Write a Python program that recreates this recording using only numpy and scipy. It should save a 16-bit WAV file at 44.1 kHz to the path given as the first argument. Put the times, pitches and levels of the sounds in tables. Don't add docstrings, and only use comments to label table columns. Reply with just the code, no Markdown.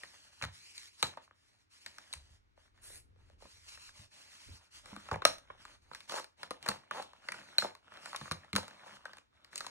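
import sys
import numpy as np
from scipy import signal
from scipy.fft import rfft, irfft, next_fast_len
from scipy.io import wavfile

SR = 44100
rng = np.random.default_rng(int(sys.argv[2]) if len(sys.argv) > 2 else 0)


def dump_mix(stems):
    frames = np.atleast_2d(stems).T
    limited = np.clip(frames, -1, 1)
    pcm = np.round(limited * 32767).astype(np.int16)
    wavfile.write(sys.argv[1], SR, pcm)


N = 427750

# (t/s, flap level/dB, flap f/Hz, crack level/dB), levels before the trims in snaps()
SNAPS = [(0.0336, -46.5, 1800, -48.5), (0.142, -65, 1910, -65), (0.4131, -46.5, 2700, -62),
         (0.424, -39, 2320, -36.5), (0.4386, -40.5, 1930, -38), (0.445, -52, 1670, -45),
         (0.779, -73, 2510, -39.5), (1.0271, -31.5, 1230, -20.5), (1.137, -61, 1080, -64),
         (1.1716, -45.5, 900, -56), (1.277, -67, 1040, -87), (1.3095, -62, 1214, -78),
         (1.8619, -50, 1780, -38.5), (1.9835, -51.5, 1470, -46.5), (2.128, -64, 2200, -35.5),
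         (2.136, -49.5, 2440, -35.5), (2.576, -64, 600, -73), (2.776, -72, 1400, -71),
         (2.901, -63, 480, -68), (3.16, -73, 480, -84), (3.299, -66, 560, -68), (3.422, -57.5, 530, -68),
         (3.454, -59.5, 474, -72), (3.774, -57, 1820, -66), (3.891, -59, 1580, -61),
         (4.858, -58.5, 1230, -51), (4.93, -54, 980, -73), (4.9632, -48.5, 1200, -47.5),
         (5.0872, -47, 1320, -57), (5.113, -36, 1010, -44.5), (5.141, -40.5, 1350, -53.5),
         (5.2197, -39.5, 1010, -44.5), (5.2516, -23, 1245, -13), (5.383, -62, 1180, -51),
         (5.5005, -47, 1010, -85), (5.6516, -51.5, 1140, -50), (5.9134, -49.5, 910, -71.5),
         (5.9332, -54, 1350, -50), (5.948, -49.5, 1500, -41), (6.005, -59.5, 2160, -48),
         (6.095, -47.5, 1210, -38), (6.139, -40.5, 915, -53.5), (6.16, -48, 1410, -39),
         (6.183, -42, 1010, -60), (6.243, -58, 1370, -46), (6.431, -43.5, 1280, -39.5),
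         (6.5076, -41, 1210, -37.5), (6.6272, -59.5, 1760, -45), (6.662, -41, 1620, -40),
         (6.679, -42.5, 1270, -40), (6.6875, -34, 1110, -23.5), (6.702, -47, 900, -51),
         (6.715, -43.5, 1300, -59), (6.91, -37, 1190, -45), (6.997, -44.5, 805, -58),
         (7.024, -54, 1390, -44.5), (7.133, -57.5, 1013, -60), (7.286, -37.5, 1990, -38),
         (7.32, -40.5, 1840, -39), (7.344, -50.5, 1420, -59), (7.5827, -35.5, 2360, -15.5),
         (7.622, -37.5, 1480, -46), (7.6452, -35.5, 710, -51), (7.7506, -57, 1100, -50.5),
         (7.88, -61, 1410, -72), (7.9199, -55, 1270, -66), (7.939, -60, 1500, -60),
         (7.972, -54.5, 1300, -52.5), (8.058, -46.5, 1470, -42.5), (8.13, -45, 1280, -50),
         (8.146, -40, 1110, -51), (8.1613, -52, 1360, -34), (8.212, -48, 1080, -46),
         (8.256, -50.5, 1060, -57), (8.278, -50, 1180, -65), (8.312, -36.5, 1090, -33.5),
         (8.3195, -51, 1400, -33), (8.446, -61.5, 900, -66), (8.5302, -42.5, 2080, -35),
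         (8.553, -40, 1380, -32.5), (8.562, -32.5, 1320, -22), (8.63, -53, 740, -52),
         (8.6802, -53, 1243, -46.5), (8.709, -59, 1690, -56), (8.862, -58.5, 930, -68),
         (9.0542, -43, 1490, -48), (9.093, -59, 1300, -70), (9.133, -54.5, 1580, -51),
         (9.17, -61, 1114, -55), (9.1836, -58.5, 2450, -54), (9.446, -64, 1830, -52),
         (9.53, -56.5, 1810, -57.5), (9.5573, -53, 2080, -34), (9.5783, -69, 2140, -33.5),
         (9.606, -44, 1290, -36.5), (9.645, -51.5, 1130, -61), (9.6655, -47, 1040, -38)]
# (f/Hz, level/dB)
CRACK_COLOUR = [(1250, -23.5), (2350, -5.5), (3150, -7), (4150, 4), (5300, -7.5), (7600, -10.5),
                (10100, -9.5), (12400, -14), (15400, -14)]
CRACK_S, AFTERSHOCKS_PER_S = 0.0013, 450
SMALL_KINK_DB, KINK_RANGE_DB = -68.5, 23.5


def snaps(flutter_s=0.01, flutter_db=-18, bounce_s=0.0039, bounce_db=-8, side_db=-8, flap_db=3.0, crack_db=-3.0):
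    out = np.zeros((2, N))
    t = np.arange(int(.04 * SR)) / SR
    level_scale = np.sqrt(.007 / .04)
    chance = AFTERSHOCKS_PER_S / SR
    for s, level, hz, crack in SNAPS:
        big = np.clip((max(level, crack) - SMALL_KINK_DB) / KINK_RANGE_DB, .3, 1)
        grit_share = .6 * big
        aftershocks = (rng.random(len(t)) < chance) / np.sqrt(chance) * np.exp(-t / flutter_s)
        decay = np.exp(-t / CRACK_S) + from_db(flutter_db) * aftershocks
        grit = rng.standard_normal((2, 2, len(t))) * decay
        force = grit / np.linalg.norm(grit, axis=-1, keepdims=True)
        force[:, 0] *= np.sqrt(grit_share)
        force[:, 0, 0] += np.sqrt(1 - grit_share)
        lag = int(bounce_s * rng.uniform(0.6, 1.4) * SR) + 1
        force[..., lag:] += big * from_db(bounce_db) * force[..., :-lag]
        sharp, soft = force
        sharp = sharp + 2 * resonance(sharp, rng.uniform(3000, 10000), 350)
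        tick = from_db(crack + crack_db) * mid_side(coloured(sharp, CRACK_COLOUR), side_db)
        body = from_db(level + flap_db) * mid_side(flap(soft, hz), side_db)
        add(out, s, level_scale * bent(tick + body))
    return out


PAPER_CUT_HZ = 2250


def flap(force, hz, ring_db=-9, ring_width_hz=110, sheet_db=-10):
    push = resonance(force, hz, .7 * hz)
    push = signal.sosfilt(signal.butter(4, PAPER_CUT_HZ, fs=SR, output="sos"), push)
    own_ring = from_db(ring_db) * rms_one(resonance(push, hz, ring_width_hz))
    sheet_ring = from_db(sheet_db) * rms_one(sheet(push))
    return rms_one(high_pass(rms_one(push) + (own_ring + sheet_ring), min(0.25 * hz, 420)))


# (f/Hz, width/Hz, level/dB)
SHEET_MODES = [(527, 160, 10.5), (692, 76, 2.5), (878, 68, 1.5), (1470, 28, -5), (1480, 110, -21),
               (2020, 300, -5)]


def sheet(force):
    return sum((-1) ** k * from_db(db) * resonance(force, hz, width)
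               for k, (hz, width, db) in enumerate(SHEET_MODES))


# (t/s, f/Hz)
ARCH = [(0, 1637), (3.749, 1900), (4.9, 1290), (5.6, 1475), (6.101, 900), (7.0, 870), (7.25, 1539),
        (7.89, 1382), (8.27, 1037), (8.5, 1380), (8.879, 965), (9.18, 1350)]


def arch(force, start=0, width_hz=260):
    hz = np.interp(start + np.arange(force.shape[-1]) / SR, *np.transpose(ARCH))
    turn = np.exp(2j * np.pi * np.cumsum(hz) / SR)
    smooth = signal.lfilter([1], [1, -np.exp(-np.pi * width_hz / SR)], force / turn + 1e-18)
    ringing = turn * smooth
    return rms_one(high_pass(ringing.real, 440))


TRAVEL_S = 0.002


def bent(x):
    hz = bins_of(x)
    turns = TRAVEL_S * (2 * np.sqrt(1000 * hz) - hz * np.sqrt(2000 / SR))
    return filtered(x, -2j * np.pi * turns)


# (start t/s, end t/s, sheet level/dB, sheet f/Hz, crackle level/dB, slips per s, irregularity 0-1)
DRAGS = [(0.4216, 0.452, -50.5, 1600, -36.5, 384, 0.38), (3.405, 3.458, -70.5, 900, -68, 135, 0.41),
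         (5.114, 5.16, -43, 780, -52, 190, 0.55), (6.108, 6.201, -48.5, 900, -36, 480, 0.42),
         (6.66, 6.722, -49.5, 880, -45, 290, .5), (6.946, 7.002, -48.5, 825, -55, 235, 0.05),
         (7.625, 7.656, -46, 770, -68, 320, 0.65), (8.56, 8.591, -45, 900, -39, 570, 0.64)]
SLIP_S = 0.0008


def drags(speed_up=0.35, arch_db=-3, side_db=-7, sheet_db=4.0, crackle_db=-12.0):
    out = np.zeros((2, N))
    for start, end, body, hz, crackle, per_s, irregular in DRAGS:
        length = max(end - start, .005)
        t = np.arange(int((length + .02) * SR)) / SR
        gaps = np.exp(irregular * rng.standard_normal(200))
        progress = np.cumsum(per_s * (1 + speed_up * (t / length - .5))) / SR
        turns = np.searchsorted(np.cumsum(gaps), progress)
        sizes = from_db(10.0 * irregular * rng.standard_normal(len(t)))
        slips = np.diff(turns, prepend=-1) * (t < length) * sizes
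        slip_decay = signal.lfilter([1], [1, -np.exp(-1 / (SLIP_S * SR))], slips)
        grit = rms_one(slip_decay * rng.standard_normal((2, len(t))))
        force = rms_one(slips) * [[1], [0]] + irregular * grit
        whole_sheet = rms_one(sheet(force)) + from_db(arch_db) * arch(force, start)
        ringing = flap(force, hz, ring_db=-12) + irregular * whole_sheet
        creak = from_db(body + sheet_db) * mid_side(ringing, side_db)
        fizz = high_pass(resonance(grit, 2000, 5400), 1100)
        fizz = from_db(crackle + crackle_db) * mid_side(fizz, side_db)
        add(out, start, np.sqrt(length / t[-1]) * bent(creak + fizz))
    return out


# (t/s, f/Hz, peak level/dB before trim and table)
THUMPS = [(0.429, 116, -39.5), (0.452, 111, -40.5), (1.031, 508, -25.5), (1.035, 123, -41),
          (2.152, 67.4, -49), (2.305, 75, -54), (3.45, 267, -52.5), (3.992, 99.6, -49.5), (4.487, 270, -50),
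          (4.5, 82.4, -53), (4.927, 199, -40), (4.969, 224, -44.5), (5.12, 109.3, -33.5), (5.148, 159, -38),
          (5.2535, 609, -15), (5.913, 154, -56), (6.511, 513, -28.5), (6.688, 214, -35), (7.63, 204, -44),
          (8.214, 142, -42.5), (8.315, 165.5, -32), (8.536, 194, -31.5), (8.554, 187.5, -27)]
# (f/Hz, width/Hz, level/dB)
TABLE_MODES = [(85, 30, -0.5), (159, 17, -11.5), (207, 39, -7.5)]


def thumps(rise_cycles=0.55, decay_cycles=1.5, level_db=-3.0, side_db=-17, low_hz=42):
    out = np.zeros((2, N))
    t = np.arange(int(.12 * SR)) / SR
    for s, hz, db in THUMPS:
        swings = sum(weight * np.sin(2 * np.pi * (hz * ratio * t + rng.random((2, 1))))
                     for ratio, weight in [(.62, 0.38), (1, 1), (1.4, 0.42), (2.1, .25)])
        puff = swings * (1 - np.exp(-t * hz / rise_cycles)) * np.exp(-t * hz / decay_cycles)
        add(out, s, from_db(db + level_db) * puff / abs(puff).max() * from_db([[0], [side_db]]))
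    table_ring = sum(from_db(db) * resonance(out, hz, width) for hz, width, db in TABLE_MODES)
    return high_pass(out + table_ring, low_hz)


# (start t/s, end t/s, level/dB of the glossy faces' hiss, level/dB of the fingers' scuff)
STROKES = [(-0.03, 0.152, -54, -68.5), (0.132, 0.42, -60, -72), (0.505, 0.724, -53.5, -99),
           (0.72, 0.876, -51.5, -91), (0.89, 0.976, -62.5, -100), (0.962, 1.07, -49, -66.5),
           (1.209, 1.225, -55, -72), (1.337, 1.619, -69.5, -82), (1.693, 1.848, -58, -80),
           (1.83, 2.162, -59.5, -66.5), (2.168, 2.364, -65, -78.5), (2.555, 2.669, -69.5, -71.5),
           (2.733, 2.981, -71, -72.5), (3.157, 3.334, -75, -77.5), (3.379, 3.66, -58, -81),
           (3.646, 3.753, -48.5, -71), (3.753, 3.893, -52.5, -92), (3.92, 4.046, -55, -68.5),
           (4.098, 4.573, -54.5, -69), (4.55, 4.675, -65.5, -72), (4.703, 4.79, -50, -70),
           (4.818, 5.137, -57.5, -59.5), (5.386, 5.606, -76.5, -68), (5.564, 5.751, -61, -64.5),
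           (5.804, 5.92, -70, -75), (5.888, 6.057, -60.5, -71.5), (6.072, 6.19, -41.5, -52.5),
           (6.365, 6.448, -61, -59.5), (6.6, 6.756, -58, -56), (6.76, 6.92, -79, -69),
           (6.908, 7.031, -50, -52), (7.044, 7.23, -71.5, -69), (7.207, 7.588, -60, -60.5),
           (7.305, 7.397, -56.5, -56.5), (7.596, 7.621, -37, -64), (7.809, 7.937, -71.5, -68.5),
           (7.888, 8.047, -62, -59), (8.008, 8.286, -52.5, -57.5), (8.378, 8.503, -71, -64.5),
           (8.588, 8.837, -67, -59), (8.827, 8.964, -57, -55.5), (8.96, 9.185, -70, -64),
           (9.313, 9.54, -79, -70), (9.503, 9.697, -53.5, -59)]
TAIL_S, TAIL_HISS_DB, TAIL_SCUFF_DB = 0.038, -18, -13


def hiss_and_scuff_gains():
    hiss = np.hypot(movements([(start, end, db) for start, end, db, _ in STROKES]),
                    snap_tails([(s, crack + TAIL_HISS_DB) for s, _, _, crack in SNAPS]))
    scuff = np.hypot(movements([(start, end, db) for start, end, _, db in STROKES]),
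                     snap_tails([(s, level + TAIL_SCUFF_DB) for s, level, _, _ in SNAPS]))
    return hiss, scuff


# (f/Hz, level/dB)
SLIDE_COLOUR = [(300, -16), (650, -23), (1000, -9.5), (1600, -10), (2300, -3), (3000, -1), (3600, -4),
                (4300, 1), (5300, -3), (6500, -5.5), (9000, -8), (12000, -12), (15500, -19.5)]


def slide(gain):
    return friction(gain, SLIDE_COLOUR, grains_per_s=2200, grain_share=0.22, waver_db=1.8, side_db=3.5, low_hz=212)


# (f/Hz, level/dB)
SCUFF_COLOUR = [(150, 2), (350, -1.5), (470, -7.5), (600, 6.5), (730, 1.5), (900, 4), (1150, -1),
                (1450, -1), (2400, -3), (3000, 3), (4000, -1.5), (6000, -22.5), (10500, -23), (14000, -39)]


def scuff(gain):
    rough = friction(gain, SCUFF_COLOUR, grains_per_s=450, grain_share=0.18, waver_db=2.5, side_db=-4.5, low_hz=148)
    return from_db(-1.5) * rough


def hollow(gain):
    return from_db(-6.5) * gain * mid_side(arch(rng.standard_normal((2, N))), side_db=-1)


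CREASES_PER_S, CREASES_DB = 120, -5


def creases(gain, low_hz=750, high_hz=2200, side_db=-9, count=6):
    sizes = from_db(rng.uniform(-18, 0, N)) * rng.choice([-1, 1], (2, N))
    gives = (rng.random(N) < CREASES_PER_S / SR) * sizes
    dealt = rng.integers(0, count, N)
    pitches = np.geomspace(low_hz, high_hz, count)
    flaps = sum(flap(gives * (dealt == k), hz) for k, hz in enumerate(pitches))
    return from_db(CREASES_DB) * gain * mid_side(bent(flaps), side_db)


# (start t/s, end t/s, level/dB)
RUBS = [(2.812, 2.975, -49.5)]
# (f/Hz, level/dB)
RUB_COLOUR = [(300, -9.5), (500, -9), (1000, -13), (2000, -7), (3000, -7.5), (4300, -3.5), (5500, -7),
              (7000, -7), (9200, 1.5), (11500, -3.5), (15500, -14)]


def rub():
    return friction(movements(RUBS), RUB_COLOUR, grains_per_s=750, grain_share=0.15, waver_db=1.5,
                    side_db=0, low_hz=350)


def friction(gain, colour, grains_per_s, grain_share, waver_db, side_db, low_hz):
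    catches = rng.random(N) < grains_per_s * from_db(4 * drift(25)) / SR
    sizes = from_db(4.5 * np.minimum(rng.exponential(1, N), 2.4))
    grains = rms_one(catches * sizes * rng.standard_normal((2, N)))
    share = np.clip(grain_share, 0, 1)
    contact = np.sqrt(share) * grains + np.sqrt(1 - share) * rng.standard_normal((2, N))
    hiss = high_pass(coloured(over_table(contact), colour), low_hz)
    return gain * from_db(waver_db * drift(45)) * mid_side(hiss, side_db)


def over_table(x, echo=0.4, delay_s=0.0005):
    n = np.arange(N)
    late = n - delay_s * SR * from_db(3 * drift(7))
    return x + echo * np.array([np.interp(late, n, row) for row in x])


# (start t/s, end t/s, level/dB)
ARM_SHIFTS = [(2.13, 2.35, -64.5), (2.35, 2.78, -70), (2.78, 3.45, -60), (3.5, 4.08, -67),
              (4.45, 4.54, -51.5), (4.72, 5.95, -66)]


def rumble():
    colour = [(31, 3.5), (56, -3.5), (92, -2.5), (145, -22.0), (380, -28.0), (1900, -64.5)]
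    return movements(ARM_SHIFTS) * hum_of(colour, side_db=3.0)


ROOM_T60_S = 0.21


def room(x, wet_db=-10.0, first_s=0.0063, dull_t60_s=0.26, split_hz=1500):
    t = np.arange(int(.5 * SR)) / SR
    noise = rng.standard_normal((2, len(t))) * np.clip(t / first_s - 1, 0, 1)
    lows = signal.sosfilt(signal.butter(1, split_hz, fs=SR, output="sos"), noise)
    tail = lows * from_db(-60 * t / dull_t60_s) + (noise - lows) * from_db(-60 * t / ROOM_T60_S)
    tail = coloured(tail, [(100, 8.5), (700, -2.0), (2000, -3.0), (6000, 4.0), (10000, -2.5), (15000, 1.0)])
    tail = tail / np.sqrt(np.sum(tail ** 2))
    return from_db(wet_db) * signal.fftconvolve(x[:1], tail, axes=1)[:, :N]


# (f/Hz, level/dB)
ROOM_TONE = [(30, -5.5), (60, 1), (90, 6), (150, -14), (300, -12.5), (600, -29.5), (1300, -19.5),
             (2500, -19.5), (4000, -21), (8000, -35), (15500, -42.5)]


def hush():
    return from_db(-70.5) * hum_of(ROOM_TONE, side_db=7.0)


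def hum_of(colour, side_db):
    return mid_side(high_pass(coloured(rng.standard_normal((2, N)), colour), 51), side_db)


ATTACK_S, RELEASE_S = 0.045, 0.022
CONTROL_STEP_S = 0.001


def movements(rows):
    t = np.arange(0, N / SR, CONTROL_STEP_S)
    power = 0
    for start, end, db in rows:
        envelope = np.clip((t - start) / ATTACK_S, 0, 1) * np.exp(-np.maximum(t - end, 0) / RELEASE_S)
        power = power + (envelope * from_db(db)) ** 2
    return per_sample(np.sqrt(power))


def snap_tails(rows):
    t = np.arange(0, N / SR, CONTROL_STEP_S)
    power = sum(((t > s) * from_db(db) * np.exp(-abs(t - s) / TAIL_S)) ** 2 for s, db in rows)
    return per_sample(np.sqrt(power))


def per_sample(gain):
    return np.interp(np.arange(N) / SR, np.arange(len(gain)) * CONTROL_STEP_S, gain)


def drift(rate):
    knots = rng.standard_normal(int(N / SR * rate) + 2)
    return np.interp(np.arange(N) * rate / SR, np.arange(len(knots)), knots)


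def from_db(db):
    return 10 ** (np.asarray(db) / 20)


def rms_one(x):
    return x / np.sqrt(np.mean(x ** 2) + 1e-20)


def mid_side(x, side_db):
    x = x * from_db([[0], [side_db]])
    return x / np.sqrt(np.sum(np.mean(x ** 2, axis=1)) + 1e-20)


def add(out, s, sound):
    start = max(round(s * SR), 0)
    out[:, start:start + sound.shape[1]] += sound[:, :N - start]


def high_pass(x, hz):
    return signal.sosfilt(signal.butter(2, hz, "high", fs=SR, output="sos"), x)


def resonance(x, hz, width_hz):
    r = np.exp(-np.pi * width_hz / SR)
    poles = [1, -2 * r * np.cos(2 * np.pi * hz / SR), r * r]
    return signal.lfilter(np.array([1, 0, -1]) * (1 - r * r) / 2, poles, x + 1e-18)


def coloured(x, spectrum):
    cepstrum = irfft(np.log(from_db(at_hz(spectrum, bins_of(x)))))
    half = len(cepstrum) // 2
    cepstrum[1:half] *= 2
    cepstrum[half:] = 0
    return filtered(x, rfft(cepstrum))


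def at_hz(points, hz):
    knots, value = np.transpose(points)
    return np.interp(np.log(hz + 1), np.log(knots), value)


def bins_of(x):
    return np.linspace(0, SR / 2, next_fast_len(x.shape[-1] // 2 + 2048) + 1)


def filtered(x, log_gain):
    return irfft(rfft(x, 2 * (len(log_gain) - 1)) * np.exp(log_gain))[..., :x.shape[-1]]


# (f/Hz, side level/dB)
SIDE_LEVEL = [(48, -7), (135, -16.5), (430, 3.5), (1450, 1), (3000, -15.5), (4100, -13), (9700, -11),
              (11100, -16.5), (12500, -35.5)]
SNAP_LEAN = 0.028


def scene():
    hissing, scuffing = hiss_and_scuff_gains()
    kinks = snaps()
    paper = kinks + drags() + thumps()
    paper = paper + slide(hissing) + scuff(scuffing) + hollow(scuffing) + creases(scuffing) + rub()
    mid, side = paper + room(paper) + rumble() + hush()
    side = coloured(side, SIDE_LEVEL) + SNAP_LEAN * kinks[0]
    return np.array([mid + side, mid - side])


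# (f/Hz, phase/rad by which left leads)
LEFT_LEAD = [(30, 0), (250, -.1), (860, -1.1), (1250, .3), (1800, -.2), (2400, -1.3), (3100, -2.4),
             (5000, -2.6), (5500, -5.5), (7840, -4.8), (10000, -4.3), (12000, -3.5), (16000, -np.pi)]
CUTOFF_HZ = 15900


def record(dry):
    left, right = dry
    left = filtered(left, 1j * at_hz(LEFT_LEAD, bins_of(left)))
    top_cut = signal.ellip(10, .1, 80, CUTOFF_HZ, fs=SR, output="sos")
    return signal.sosfilt(top_cut, np.array([left, right]))


dry = scene()
out = record(dry)
dump_mix(out)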